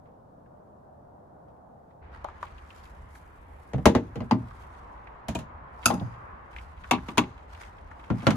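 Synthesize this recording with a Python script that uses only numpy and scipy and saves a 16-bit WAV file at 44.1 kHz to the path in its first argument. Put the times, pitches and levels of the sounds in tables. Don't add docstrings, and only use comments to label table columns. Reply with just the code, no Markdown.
import sys
import numpy as np
from scipy import signal
from scipy.fft import rfft, irfft
from scipy.io import wavfile
from scipy.ndimage import uniform_filter1d

SR = 44100
rng = np.random.default_rng(int(sys.argv[2]) if len(sys.argv) > 2 else 0)


def digitize_waveform(pressure):
    field = np.atleast_2d(pressure).T
    bounded = np.clip(field, -1, 1)
    quanta = np.round(bounded * 32767).astype(np.int16)
    wavfile.write(sys.argv[1], SR, quanta)


N = 368676
SIZE = 32768
T, HZ = np.arange(SIZE) / SR, np.fft.rfftfreq(SIZE, 1 / SR)
# f/Hz, level/dB
CLICK_SPECTRUM = [(100, -13.5), (500, 6.5), (1200, 2.5), (3000, -2), (4000, -4.5), (5000, -11), (6600, -6),
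                  (8500, -19.5), (11000, -14), (13000, -30.5), (16000, -24)]


def amp(db):
    return 10 ** (np.asarray(db) / 20)


def read(points, hz):
    f, value = np.transpose(points)
    return np.interp(np.log(hz + 1e-9), np.log(f), value)


def curve(points, t):
    return np.interp(t, *np.transpose(points))


def unit(x):
    return x / np.sqrt(np.mean(np.sum(x ** 2, -1)) / SR + 1e-20)


def add(mix, s, sound):
    part = mix[:, round(s * SR):][:, :SIZE]
    part += sound[..., :part.shape[1]]


def colour(x, db):
    log_gain = np.log(amp(np.maximum(db, db.max() - 90)))
    mirrored = np.concatenate([log_gain, log_gain[-2:0:-1]])
    return irfft(rfft(x) * np.exp(np.conj(signal.hilbert(mirrored)))[:len(HZ)])


def hump(centre_hz, octaves, slope_db, hz=HZ):
    return -slope_db * (np.hypot(np.log2((hz + 1) / centre_hz), octaves) - octaves)


def pair(z, coherence):
    c = np.clip(coherence, -1, 1)
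    return np.array([z[0], c * z[0] + np.sqrt(1 - c ** 2) * z[1]])


def wash(shape_db, patchy_db):
    # f/Hz, coherence
    coherence = [(60, 0.99), (130, .85), (290, 0.68), (640, -0.22), (2500, -0.017), (15000, 0.22)]
    hz, t = np.fft.rfftfreq(2048, 1 / SR), np.arange(N // 512 + 5) * 512 / SR
    real, imag = rng.standard_normal((2, 2, len(t), len(hz)))
    patches = uniform_filter1d(rng.standard_normal(real[0].shape), size=8, axis=0)
    patches = uniform_filter1d(patches, size=12, axis=1)
    gain = amp(shape_db(hz, t[:, None]) + patchy_db * patches / patches.std())
    spectra = pair(real + 1j * imag, read(coherence, hz)) * gain
    x = signal.istft(spectra.transpose(0, 2, 1), nperseg=2048, noverlap=1536)[1][:, :N]
    return x / x.std()


def far_road(t):
    # t/s, level/dB
    loudness = [(0, -52.5), (1.5, -51.5), (2.3, -54), (3.5, -57.5), (4.9, -49.5), (6.3, -47.5),
                (6.8, -54.5), (8.3, -51)]
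    # t/s, f/Hz
    centre = [(.7, 682.5), (2, 713), (2.3, 1011), (5.5, 990), (6.3, 1085), (8, 920)]
    # multiple of the centre, level/dB
    band = [(.2, -11), (.5, -10), (.75, -3), (1, 0.5), (1.3, -6.5), (1.8, -14.5), (2.6, -28.5),
            (4.4, -63.5)]
    return wash(lambda hz, s: read(band, hz / curve(centre, s)), 1) * amp(curve(loudness, t))


def outdoor_air(t, cut_s=2.02, fade_s=0.015):
    # f/Hz, level/dB
    early_spectrum = [(20, -38), (45, -25), (70, 6), (190, 2.5), (350, -5), (700, -36), (1700, -36.5),
                      (15000, -47)]
    # f/Hz, level/dB
    late_spectrum = [(15, -25), (35, -19), (62, 5), (90, -10.5), (150, -15), (300, -21), (700, -19.5),
                     (2000, -28.5), (6000, -60), (15000, -73.5)]
    early = wash(lambda hz, s: read(early_spectrum, hz), 0.51) * amp(-57.5)
    late = wash(lambda hz, s: read(late_spectrum, hz), 1.7) * amp(-48)
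    after_cut = np.clip((t - cut_s) / fade_s + .5, 0, 1)
    return (1 - after_cut) * early + after_cut * late


def effort(t, roundness=0.7):
    # peak t/s, level/dB, rise/s, fall/s
    strokes = [(0.07, -74, 0.036, 0.045), (1.487, -71, .008, .025), (1.91, -68, .008, .012),
               (2.04, -65, 0.0083, 0.023), (2.149, -49, 0.013, 0.041), (2.435, -49, 0.043, 0.053),
               (2.785, -53.5, 0.13, 0.082), (3.157, -60, 0.032, 0.041), (3.602, -73, 0.068, 0.3),
               (4.661, -59, 0.33, 0.19), (5.85, -44.5, 0.022, 0.072), (6.585, -53, 0.044, 0.066),
               (6.83, -55.5, 0.054, 0.36), (7.095, -47.5, 0.046, 0.065), (7.533, -46, 0.0065, 0.024),
               (7.615, -44, 0.027, 0.036), (8.301, -43.5, 0.11, 0.44)]
    power = 1e-12
    for s, db, rise_s, fall_s in strokes:
        away = np.maximum((s - t) / rise_s, (t - s) / fall_s)
        power = power + (amp(db) * np.exp(-away ** roundness)) ** 2
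    return np.sqrt(power)


def sleeve(t, grain_db=3):
    # f/Hz, level/dB
    spectrum = [(300, -29), (1200, 1), (2800, -7.5), (7000, -10), (9000, -11), (12000, -11), (15000, -28.5)]
    # t/s, tilt/(dB/octave)
    tilt = [(2.2, -10.5), (3.4, 4), (4.8, -5), (6.1, -4), (7.6, -6.5)]
    cloth = wash(lambda hz, s: read(spectrum, hz) + curve(tilt, s) * np.log2((hz + 500) / 3000), 2)
    threads = uniform_filter1d(rng.standard_normal(N), size=180)
    folds = uniform_filter1d(rng.standard_normal(N), size=1100)
    grains = threads + 2 * folds
    return cloth * effort(t) * amp(grain_db * grains / grains.std())


def ears(delay_s=6e-5):
    # f/Hz, coherence
    coherence = [(170, 0.5), (400, 1.08), (900, 0.7), (2500, 0.38), (8000, -0.1)]
    lag = np.exp(-2j * np.pi * HZ * delay_s * np.array([[0], [1]]))
    return irfft(pair(rfft(rng.standard_normal((2, SIZE))), read(coherence, HZ)) * lag)


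def burst(db, t60, tail_db, tail_t60, spike=0):
    noise = ears()
    treble = HZ ** 2 / (HZ ** 2 + 7500 ** 2)
    crack = colour(noise * spike * np.exp(-T / .0028), db)
    snap = colour(noise * amp(-60 * T / t60), db - 12 * treble)
    tail = colour(noise * amp(tail_db - 60 * T / tail_t60), db - 27 * treble)
    return unit(crack + snap + tail)


def tap(knock_hz):
    knock = burst(hump(knock_hz, 0.13, 23), t60=0.038, tail_db=-23.5, tail_t60=0.33)
    click = burst(read(CLICK_SPECTRUM, HZ), t60=0.012, tail_db=-2, tail_t60=0.4, spike=2.5)
    return knock + amp(-15.5) * click


def handling(t, ticks_per_s=8):
    # t/s, energy level/dB,
    # knock f/Hz
    taps = [(0.46, -87, 1590), (2.244, -50.5, 780), (2.286, -61, 1100), (2.428, -51, 1014),
            (2.581, -76, 2770), (2.704, -71.5, 2570), (2.837, -85, 4400), (3.153, -71.5, 1530),
            (4.509, -66.5, 1180), (5.072, -69.5, 1900), (5.909, -62.5, 3180), (5.997, -71, 3470),
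            (6.5633, -61.5, 2120), (6.584, -65.5, 2390), (6.843, -62.5, 1430), (6.983, -67, 1500),
            (7.238, -66, 2510), (7.548, -74, 2830), (7.611, -70, 1850), (7.914, -64.5, 1220)]
    out = np.zeros((2, N))
    for s, db, knock_hz in taps:
        add(out, s, amp(db) * tap(knock_hz))
    contacts = rng.random(N) < ticks_per_s / SR
    ticks = contacts * amp(-19.5 + 6 * rng.uniform(-0.56, 1, N)) * effort(t)
    return out + signal.oaconvolve(ticks[None], tap(knock_hz=2360), axes=1)[:, :N]


def partials(modes, detune, phase):
    hz, db, t60 = np.transpose(modes)[:, :, None]
    hz = hz * (1 + detune * rng.standard_normal(hz.shape))
    return amp(db - 60 * T / t60) * np.sin(2 * np.pi * (hz * T + phase))


def panel(centre_hz, damping_db_per_s, rise_cycles=1.2):
    # f/Hz, level/dB, t60/s
    modes = [(102, -3, 0.82), (118.7, 5.5, 0.52), (144.4, -4, 0.4), (175.5, -6, 0.45), (191.7, -3, 0.4),
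             (236.9, 3.5, 0.27), (266.5, -0.5, 0.33), (307, -4, 0.17), (370.7, -9, .33)]
    hz = np.transpose(modes)[0][:, None]
    build = 1 - np.exp(-(T * hz / rise_cycles) ** 2)
    swing = 1 + 0.53 * np.exp(-(T / 0.03) ** 2)
    excitation = amp(hump(centre_hz, 0.1, 7.8, hz))
    tones = (excitation * build * swing * partials(modes, 0.015, rng.random(hz.shape))).sum(0)
    flex = burst(hump(centre_hz, 0.079, 24), t60=0.19, tail_db=-8, tail_t60=0.34)
    return unit((unit(tones) + amp(-1) * flex) * amp(-abs(damping_db_per_s) * T))


def skin(knock_hz, t60=.21):
    # f/Hz, level/dB
    upper_modes = [(463, 8), (592, -8), (630, 0.5), (815, 2), (856, -6.5), (904, -4), (996, -3.5),
                   (1061, -1.5), (1170, -4), (1389, -3.5)]
    modes = [(hz, db + hump(knock_hz, 0.36, 36, hz), t60) for hz, db in upper_modes]
    phase = rng.random((len(modes), 1)) + 0.17 * rng.standard_normal((2, len(modes), 1))
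    return unit(partials(modes, 0.008, phase).sum(1))


def between(soft, hard, hardness):
    return soft + (hard - soft) * hardness


def tailgate(settle_db_per_s=36):
    # t/s, tool, boom level/dB, boom centre f/Hz, contact hardness (0-1)
    blows = [(3.734, "battery", -49.5, 238, 0.67), (3.742, "battery", -39, 135, 0.38),
             (3.782, "battery", -46.5, 195, 0.49), (3.856, "battery", -31, 215, 0.84),
             (3.858, "battery", -34, 330, 0), (3.882, "driver", -44, 340, 0.72),
             (3.951, "battery", -34.5, 285, 0.67), (4.157, "battery", -51, 240, 0.67),
             (4.167, "battery", -46, 113.6, 0.39), (4.205, "battery", -47, 209, 0.57),
             (4.3109, "driver", -38.5, 238, 0.7), (4.319, "driver", -33.5, 244, 0.4),
             (5.284, "tape", -45.5, 205.4, 0.47), (5.3503, "tape", -50.5, 205, 0.51),
             (5.353, "tape", -51.5, 232, 0.34), (5.389, "tape", -53, 162.7, 0.46),
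             (5.8601, "pouch", -41.5, 211, 0.69), (5.902, "pouch", -46, 274, 1),
             (5.935, "pouch", -42, 195, 0.44), (6.01, "pouch", -43, 139, 0.33),
             (6.911, "level", -41.5, 247, 0.83), (6.933, "level", -41, 246, 0.55),
             (7.085, "level", -52.5, 275, 0.62), (7.174, "level", -42.5, 195, 0.69),
             (7.180, "level", -37.5, 295, 0.78), (8.1016, "case", -36, 183, 0.33),
             (8.229, "case", -51.5, 182, 0.35), (8.268, "case", -31.5, 227, 0.52),
             (8.300, "case", -40, 193, 0), (8.3059, "case", -48.5, 227, 0.67), (8.335, "case", -50, 170, 0)]
    tools = {"battery": (-5, 524, -0.5, -3, 3, -9), "driver": (-24.5, 790.5, -3, -2.5, 2, 9),
             "tape": (-5, 680, 7.5, 8, 3.5, 25.5), "pouch": (-12, 759.5, -11, -8, 3.5, 4.5),
             "level": (-18, 866.5, 2, 0, 1.9, 55.5), "case": (-14, 702, 10.5, -1, 2.5, 28.5)}
    out, first_touch = np.zeros((2, N)), {}
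    thump = unit(T * np.exp(-(T / 0.026) ** 2) * np.sin(2 * np.pi * 72 * T))
    for s, tool, boom_db, boom_hz, hardness in blows:
        weight_db, shell_hz, edge_db, edge_tilt_db, ring, damping_db_per_s = tools[tool]
        thump_db = weight_db - settle_db_per_s * (s - first_touch.setdefault(tool, s))
        knock_db = between(-26, 5.5, hardness)
        click_db = edge_db + between(-35, 1.5, hardness)
        tilt_db = edge_tilt_db + between(-13.5, 9.5, hardness)
        length = ring * between(0.84, 0.75, hardness)
        knock_hz = shell_hz * (boom_hz / 235) ** 0.21
        shell = burst(hump(knock_hz, 0.84, 31), t60=0.044 * length, tail_db=-18.5, tail_t60=0.092)
        knock = unit(shell + amp(-3.5) * skin(knock_hz))
        click_shape = read(CLICK_SPECTRUM, HZ) + tilt_db * np.log2((HZ + 500) / 3000)
        click = burst(click_shape, t60=0.048 * length, tail_db=-9, tail_t60=0.18, spike=0.81)
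        boom = panel(boom_hz, damping_db_per_s)
        blow = boom + amp(thump_db) * thump + amp(knock_db) * knock + amp(click_db) * click
        add(out, s, amp(boom_db) * blow)
    return out


def ringing_tools(bounce_gap_s=.007, bounce_s=.0016, slide_db=-8, strike_db=-10):
    # f/Hz, width/Hz, level/dB
    driver = [(858, 47, 25), (1027, 50, 24), (2007, 110, 13.5), (2770, 170, 5.5), (4700, 430, -0.5),
              (6760, 670, -37.5)]
    tape = [(657, 65, 9), (943, 20, 5.5), (2450, 46, -7), (2940, 340, -15), (3830, 170, -20),
            (7120, 420, -16.5)]
    bits = [(1330, 100, 10.5), (2630, 120, 3), (3570, 300, -7), (4900, 200, 1.5), (6480, 380, -1),
            (8000, 900, -12), (10080, 280, -1.5), (11600, 500, -13), (12430, 130, -9)]
    level = [(773, 60, 5.5), (952, 42, 13.5), (1137, 35, 14), (2240, 190, 3), (2665, 170, 4),
             (3400, 530, -3.5)]
    case = [(780, 59, -4.5), (1080, 41, -1), (1367, 38, 11), (1850, 460, -14), (4370, 2000, -24.5)]
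    bodies = {"driver": (driver, -1, 0.11), "tape": (tape, -11, 0.082), "bits": (bits, -5.5, 0.12),
              "level": (level, -6, 0.12), "case": (case, -12.5, .05)}
    # t/s, body, energy level/dB, chatter time/s
    rings = [(3.8565, "driver", -35.5, 0.00093), (3.949, "driver", -48, 0.004),
             (4.205, "driver", -62, 0.005), (4.311, "driver", -43, 0.0054), (5.284, "tape", -52, 0.0084),
             (5.353, "tape", -49, 0.0056), (5.8573, "bits", -33, 0.0085), (5.939, "bits", -62, 0.0062),
             (6.9108, "level", -38, 0.0043), (6.933, "level", -47, 0.0089), (6.949, "level", -54.5, 0.006),
             (7.087, "level", -57, 0.008), (7.180, "level", -36, 0.014), (8.102, "case", -62, 0.013),
             (8.268, "case", -40, 0.0082), (8.307, "case", -52.5, 0.0053)]
    strike = unit(1. * (np.arange(SIZE) == np.array([[0], [3]])))
    out = np.zeros((2, N))
    for s, name, level_db, chatter_s in rings:
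        modes, rattle_db, rattle_t60 = bodies[name]
        hz, width, db = np.transpose(modes)[:, :, None]
        power = (amp(db) ** 2 / (1 + ((HZ - hz) / width) ** 2) ** 1.76).sum(0)
        since = T - np.cumsum(bounce_gap_s * (.5 + rng.random(size=24)))[:, None]
        bounces = ((since > 0) * np.exp(-abs(since) / bounce_s)).sum(0)
        rattle = 2 * (amp(slide_db) + bounces) * amp(rattle_db - 60 * T / rattle_t60)
        chatter = np.exp(-(T / chatter_s) ** 4)
        force = unit(ears() * (chatter + rattle)) + amp(strike_db) * strike
        add(out, s, amp(level_db) * unit(colour(force, 10 * np.log10(power))))
    return out


def yard_echoes(x, build_s=0.0066):
    # f/Hz, t60/s
    decay_times = [(200, 0.48), (1500, 0.26), (5000, 0.79), (12000, 0.29)]
    hz, t, spectra = signal.stft(rng.standard_normal((2, SIZE)), SR, nperseg=256)
    fall = amp(-60 * t / read(decay_times, hz)[:, None])
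    tail = signal.istft(spectra * fall * (1 - np.exp(-t / build_s)), SR, nperseg=256)[1]
    return signal.fftconvolve(x, tail / np.linalg.norm(tail[0]), axes=1)[:, :N]


def scene():
    # f/Hz, left minus right level/dB
    lean = [(100, 0.5), (260, 0), (600, 6), (1100, 4), (2200, -2.5), (4500, 4), (9000, -2.5)]
    t = np.arange(N) / SR
    near = tailgate() + handling(t) + ringing_tools()
    lean_db = read(lean, np.fft.rfftfreq(N, 1 / SR)) * np.array([[.5], [-.5]])
    near = irfft(rfft(near) * amp(lean_db), N)
    return near + amp(-32.5) * yard_echoes(near) + far_road(t) + outdoor_air(t) + sleeve(t)


def record(dry):
    rounded = dry / (1 + dry ** 6) ** (1 / 6)
    low_pass = signal.firwin(255, cutoff=15900, window=("kaiser", 9), fs=SR)
    return signal.oaconvolve(rounded, low_pass[None], "same")


dry = scene()
out = record(dry)
digitize_waveform(out)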